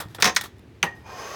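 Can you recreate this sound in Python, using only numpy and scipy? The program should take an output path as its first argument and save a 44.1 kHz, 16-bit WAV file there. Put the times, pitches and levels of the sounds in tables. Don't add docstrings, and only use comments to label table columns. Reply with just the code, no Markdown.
import sys
import numpy as np
from scipy import signal
from scipy.fft import rfft, irfft
from scipy.io import wavfile

SR = 44100
rng = np.random.default_rng(int(sys.argv[2]) if len(sys.argv) > 2 else 0)


def int16_out(signal):
    q = np.round(np.clip(np.atleast_2d(signal).T, -1, 1) * 32767)
    wavfile.write(sys.argv[1], SR, q.astype(np.int16))


N = 59535
T = np.arange(N) / SR
HZ = np.maximum(np.arange(N + 1) * SR / (2 * N), 1)

# f/Hz, level/dB
RUMBLE_COLOUR = [(20, -35.5), (45, -13), (75, 2.5), (115, 1), (170, -8), (340, -7), (520, -17.5),
                 (1000, -25), (2000, -25.5), (4000, -33.5), (8000, -43.5), (17000, -50.5)]
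# t/s, level/dB
BENCH_BUMPS = [(0.0, -39), (0.056, -37.5), (0.187, -42.5)]
# f/Hz, level/dB, t60/s (the time to fade by 60 dB)
BENCH_NOTES = [(112, 0, 0.25), (131, -3, 0.23), (161, -6, 0.26), (205, -8.5, 0.13), (307, -6.5, .12)]
# t/s, level/dB, rise/s, t60/s, bass/dB, treble/dB
CRUNCHES = [(0.0005, -29, 0.0051, 0.074, 1, 4.5), (0.016, -36, 0.0027, 0.16, 6.5, -13),
            (0.084, -50, .02, 0.48, -8, -1), (0.146, -37.5, 0.0024, .07, -1.5, -0.5),
            (0.185, -34, .001, 0.076, 18, -30), (0.2005, -39.5, .001, .04, -5, 3.5),
            (0.206, -34, 0.0016, 0.069, -2, -1), (0.347, -41, 0.0024, .07, -7, 11.5),
            (0.4103, -30.5, 0.0014, .05, -9, 5), (0.436, -34, 0.0048, .09, 9, 6),
            (0.457, -41, .002, .07, 1, -2), (0.836, -32.5, .003, 0.096, -9, -3),
            (0.946, -56, .01, 0.78, -7, 5)]
# f/Hz, level/dB
CRUNCH_COLOUR = [(100, -17), (350, -7), (800, 2), (1300, 3.5), (1900, -1), (2600, -8), (3600, -1),
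                 (6000, -10), (10000, -11.5), (12000, -10.5), (17000, -18.5)]
# t/s, level/dB
JOINT_TICKS = [(0.085, -59), (0.5667, -69.5), (0.583, -64.5), (0.5928, -58.5), (0.909, -66)]
# t/s, level/dB
ROLL_EFFORT = [(0.9, -58.5), (1.034, -56.5), (1.067, -43), (1.12, -40), (1.155, -40), (1.2, -36.5),
               (1.27, -36.5), (1.35, -35.5)]
# f/Hz, level/dB
HISS_COLOUR = [(100, -38), (280, -18.5), (430, -1), (700, -5), (1100, -3), (1400, -9.5), (2100, -12.5),
               (3200, -15.5), (4000, -19), (6300, -16), (7400, -24.5), (9500, -30.5), (11500, -27.5),
               (17000, -34)]
# f/Hz, width/Hz, level/dB, glide/(Hz/s), growth/(dB/s)
RAIL_NOTES = [(695, 27, -6, -800, -5), (824, 29, -9.5, -400, -26), (1072, 17, -5, 330.5, 3),
              (1284, 23, -16, 301, 22), (1575, 42, -11.5, -200, 7), (1840, 90, -10.5, -0.5, 12),
              (2488, 72, -11.5, 450, -20), (3050, 61, -18, 0, -4), (4570, 110, -22, 1, 3),
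              (5065, 140, -11, 201, -15), (6240, 330, -10.5, 700, 20)]
# t/s, level/dB, t60/s, crack/dB, ring/dB
LEVER_KNOCK = (0.8289, -15, 0.0755, 5.5, -16)
# f/Hz, level/dB
KNOCK_COLOUR = [(60, -19), (110, -17), (165, -8.5), (270, -10), (420, -8.5), (600, -11), (850, -2.5),
                (1150, -5), (1850, 1.5), (2300, -0.5), (2850, 5), (3500, -11), (5100, -16.5), (6100, -4),
                (7200, -16), (10000, -22), (17000, -32)]
# t/s, level/dB, t60/s
FOOT_THUD = (0.836, -22, 0.16)
# f/Hz, level/dB
FOOT_COLOUR = [(60, -22.5), (115, -12), (170, -0.5), (270, -12.5), (390, -2), (560, -6), (720, -9.5),
               (850, -1.5), (1300, -13), (3000, -23.5), (17000, -62)]
# t/s, level/dB
LEVER_BUZZ = (0.856, -26.5)
# f/Hz, level/dB, t60/s
LEVER_NOTES = [(395, -9, .27), (724, -17, 0.38), (822, -12, 0.22), (1213, -8.5, 0.13), (1767, 2, 0.082),
               (1790, -0.5, 0.11), (1868, -7, .36), (1888, 1, .24), (1910, -4, .11), (2810, -26, 0.16)]
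# t/s, level/dB, bass/dB, treble/dB, t60/s, crack/dB, tile ring/dB, frame ring/dB
TILE_CLACKS = [(0.2236, -12, -7, -0.5, 0.049, -1, -12.5, -8), (0.2281, -22, 1, 1, .04, 2.5, -12, -10.5),
               (0.2432, -15.5, -2.5, 4.5, 0.068, -7.5, -4.5, -27.5),
               (0.2542, -16.5, 0, -2, 0.081, -3, -9, -23), (0.2599, -19, 8.5, 4.5, .06, -7.5, -11.5, -40.5),
               (0.2730, -17.5, 9.5, -0.5, 0.11, -4.5, -9.5, -14),
               (0.2932, -26, 6.5, -12, 0.093, -15.5, -6.5, -9),
               (0.3629, -17, -17.5, -4, 0.076, -2.5, -25, -4),
               (0.3656, -17.5, -20, -1, 0.044, -4, -31, -1.5)]
# f/Hz, level/dB
TILE_COLOUR = [(60, -24), (120, -15.5), (190, -5.5), (260, -13), (400, -4.5), (700, -8), (1100, -0.5),
               (1400, -4.5), (1850, 1), (2700, -6), (3200, -8), (3800, -5.5), (4400, -7), (5200, -2.5),
               (6200, -3.5), (7300, -14.5), (10000, -19), (17000, -25.5)]
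# f/Hz, level/dB, t60/s
TILE_NOTES = [(197, -2.5, 0.12), (444, -5.5, 0.14), (733, -4, 0.15), (1057, 2, 0.17), (1764, -8, .15),
              (2144, -3.5, .11), (2560, 2, 0.097), (3064, -2, .13), (3515, -4.5, .11), (3660, 1, 0.076),
              (3894, -1, .1), (5280, 1, 0.046), (5680, -9, 0.087), (5750, -3, .1), (6360, -3.5, 0.17),
              (7180, -8.5, .12)]
# f/Hz, level/dB, t60/s
FRAME_NOTES = [(568, -9.5, 0.2), (997, -12.5, .13), (1346, -9.5, 0.17), (1545, 0, .04), (1758, 7.5, 0.039),
               (1851, -0.5, .3), (1970, 6.5, .05), (2420, 1, .045), (3390, -6, 0.15), (3944, -7, .11),
               (5420, -8, 0.079), (8090, -10.5, .11), (8550, -13, 0.082)]


def from_db(db):
    return 10 ** (np.asarray(db) / 20)


def rms_one(x):
    return x / np.sqrt(np.mean(x ** 2) + 1e-20)


def burst(x):
    return rms_one(x) * np.sqrt(.01 * SR / N)


def filtered(x, response):
    return irfft(rfft(x, 2 * N) * response)[:N]


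def colour(points, bass_db=0, treble_db=0):
    hz, db = np.transpose(points)
    curve_db = np.interp(np.log(HZ), np.log(hz), db)
    curve_db = curve_db + bass_db / (1 + (HZ / 750) ** 2) + treble_db / (1 + (4500 / HZ) ** 2)
    cepstrum = irfft(np.log(from_db(curve_db)))
    cepstrum[1:N] *= 2
    cepstrum[N + 1:] = 0
    return np.exp(rfft(cepstrum))


def fade(t60):
    return np.exp(-np.minimum(np.log(1000) * T / t60, 10 * np.pi))


def add(out, start, x):
    i = max(int(start * SR), 0)
    out[i:] += x[:N - i]


def grains(rough_db):
    return rms_one(rng.standard_normal(N) * from_db(rough_db * np.minimum(rng.exponential(1, N), 5)))


def dense_ring(t60, bass_linger):
    noise = rfft(rng.standard_normal(N))
    hz = np.arange(len(noise)) * SR / N
    edges_hz = [30, 250, 500, 1000, 2000, 4000, 8000, 20000]
    out = np.zeros(N)
    for low, high in zip(edges_hz, edges_hz[1:]):
        band = irfft(noise * (hz >= low) * (hz < high), N)
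        out += band * fade(t60 * (2000 / np.sqrt(low * high)) ** bass_linger)
    return burst(out)


def ring(notes, samples=16000):
    t = T[:samples]
    out = np.zeros(N)
    for hz, db, t60 in notes:
        strength = from_db(db + rng.normal(0, 0.93)) * rng.choice([-1, 1])
        out[:samples] += strength * np.sin(2 * np.pi * hz * t) * np.exp(-np.log(1000) * t / t60)
    return burst(out)


def bending(travel_s, fastest_hz, slowest_hz=898):
    delay_s = travel_s * (np.sqrt(fastest_hz / np.clip(HZ, slowest_hz, fastest_hz)) - 1)
    return np.exp(-2j * np.pi * np.cumsum(delay_s) * SR / (2 * N))


def blow(tone, t60, crack_db, rebounds_per_s=1500):
    click = burst(1. * (T == 0))
    rebounds = (rng.random(N) < rebounds_per_s / SR) * rng.standard_normal(N)
    crack = burst(click + from_db(-2) * burst(rebounds * fade(t60=0.024)))
    return burst(filtered(from_db(crack_db) * crack + dense_ring(t60, bass_linger=0.096), tone))


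def outdoor_rumble():
    return from_db(-48) * rms_one(filtered(rng.standard_normal(N), colour(RUMBLE_COLOUR)))


def yard_echo(sound):
    swell = 1 - fade(t60=0.02)
    tail = dense_ring(t60=0.29, bass_linger=.18) * swell
    tail /= np.sqrt(np.sum(tail ** 2))
    return from_db(-19) * filtered(sound, rfft(tail, 2 * N))


def bench():
    out = np.zeros(N)
    for start, db in BENCH_BUMPS:
        add(out, start, from_db(db) * ring(BENCH_NOTES))
    return out


def grit(rough_db=2.5, frame_db=-8):
    out = np.zeros(N)
    for start, db, rise_s, t60, bass_db, treble_db in CRUNCHES:
        crunch = grains(rough_db) * fade(t60) * np.minimum(T / rise_s, 1)
        crunch = burst(filtered(crunch, colour(CRUNCH_COLOUR, bass_db, treble_db)))
        add(out, start, from_db(db) * (crunch + from_db(frame_db) * ring(FRAME_NOTES)))
    for start, db in JOINT_TICKS:
        tick = filtered(grains(rough_db) * fade(t60=0.022), colour(CRUNCH_COLOUR, treble_db=2))
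        add(out, start, from_db(db) * burst(tick))
    return out


def rail_note(hz, width_hz, db, glide, growth, mid_stroke_s=1.2, waver_hz=9.1, wavers_per_s=25):
    glide_start_s = ROLL_EFFORT[1][0]
    from_mid_s = np.maximum(T, glide_start_s) - mid_stroke_s
    shake = [filtered(rng.standard_normal(N), 1 / (1 + 2j * HZ / width_hz) ** 2) for _ in range(2)]
    waver = waver_hz * np.interp(T * wavers_per_s, np.arange(100), rng.standard_normal(100))
    phase = 2 * np.pi * np.cumsum(hz + glide * from_mid_s + waver) / SR
    note = rms_one(shake[0] * np.cos(phase) + shake[1] * np.sin(phase))
    return from_db(db + growth * from_mid_s) * note


def carriage(treble_hz=3000, brightening=0.71):
    times, levels_db = np.transpose(ROLL_EFFORT)
    effort_db = np.interp(T, times, levels_db)
    hiss = rms_one(filtered(grains(rough_db=1.5), colour(HISS_COLOUR)))
    rail = sum(rail_note(*row) for row in RAIL_NOTES)
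    roll = from_db(-2) * hiss + from_db(-4) * rail
    treble = filtered(roll, 1 / (1 + (treble_hz / HZ) ** 2))
    treble_gain = from_db(brightening * (effort_db - levels_db[-1]))
    return (T > times[0]) * from_db(effort_db) * (roll - treble + treble * treble_gain)


def lever():
    out = np.zeros(N)
    start, db, t60, crack_db, ring_db = LEVER_KNOCK
    knock = blow(colour(KNOCK_COLOUR), t60, crack_db)
    add(out, start, from_db(db) * (knock + from_db(ring_db) * ring(LEVER_NOTES)))
    start, db = LEVER_BUZZ
    add(out, start, from_db(db) * ring(LEVER_NOTES))
    out = filtered(out, bending(travel_s=0.00595, fastest_hz=3373))
    start, db, t60 = FOOT_THUD
    thud = filtered(dense_ring(t60, bass_linger=0), colour(FOOT_COLOUR))
    add(out, start, from_db(db) * burst(thud))
    return out


def tile(bass_hz=600):
    out = np.zeros(N)
    for start, db, bass_db, treble_db, t60, crack_db, tile_db, frame_db in TILE_CLACKS:
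        hit = blow(colour(TILE_COLOUR, bass_db, treble_db), t60, crack_db)
        rings = from_db(tile_db) * ring(TILE_NOTES) + from_db(frame_db) * ring(FRAME_NOTES)
        bass = signal.sosfilt(signal.butter(1, bass_hz, fs=SR, output="sos"), rings)
        add(out, start, from_db(db) * (hit + rings + (from_db(bass_db) - 1) * bass))
    return filtered(out, bending(travel_s=.0027, fastest_hz=4700))


def scene():
    blows = tile() + lever() + grit()
    return (blows + yard_echo(blows) + outdoor_rumble() + bench() + carriage())[None]


def record(dry, ceiling=1.6, cutoff_hz=17600):
    rounded = ceiling * np.tanh(dry / ceiling)
    return signal.sosfilt(signal.cheby1(12, .1, cutoff_hz, fs=SR, output="sos"), rounded)


dry = scene()
out = record(dry)
int16_out(out)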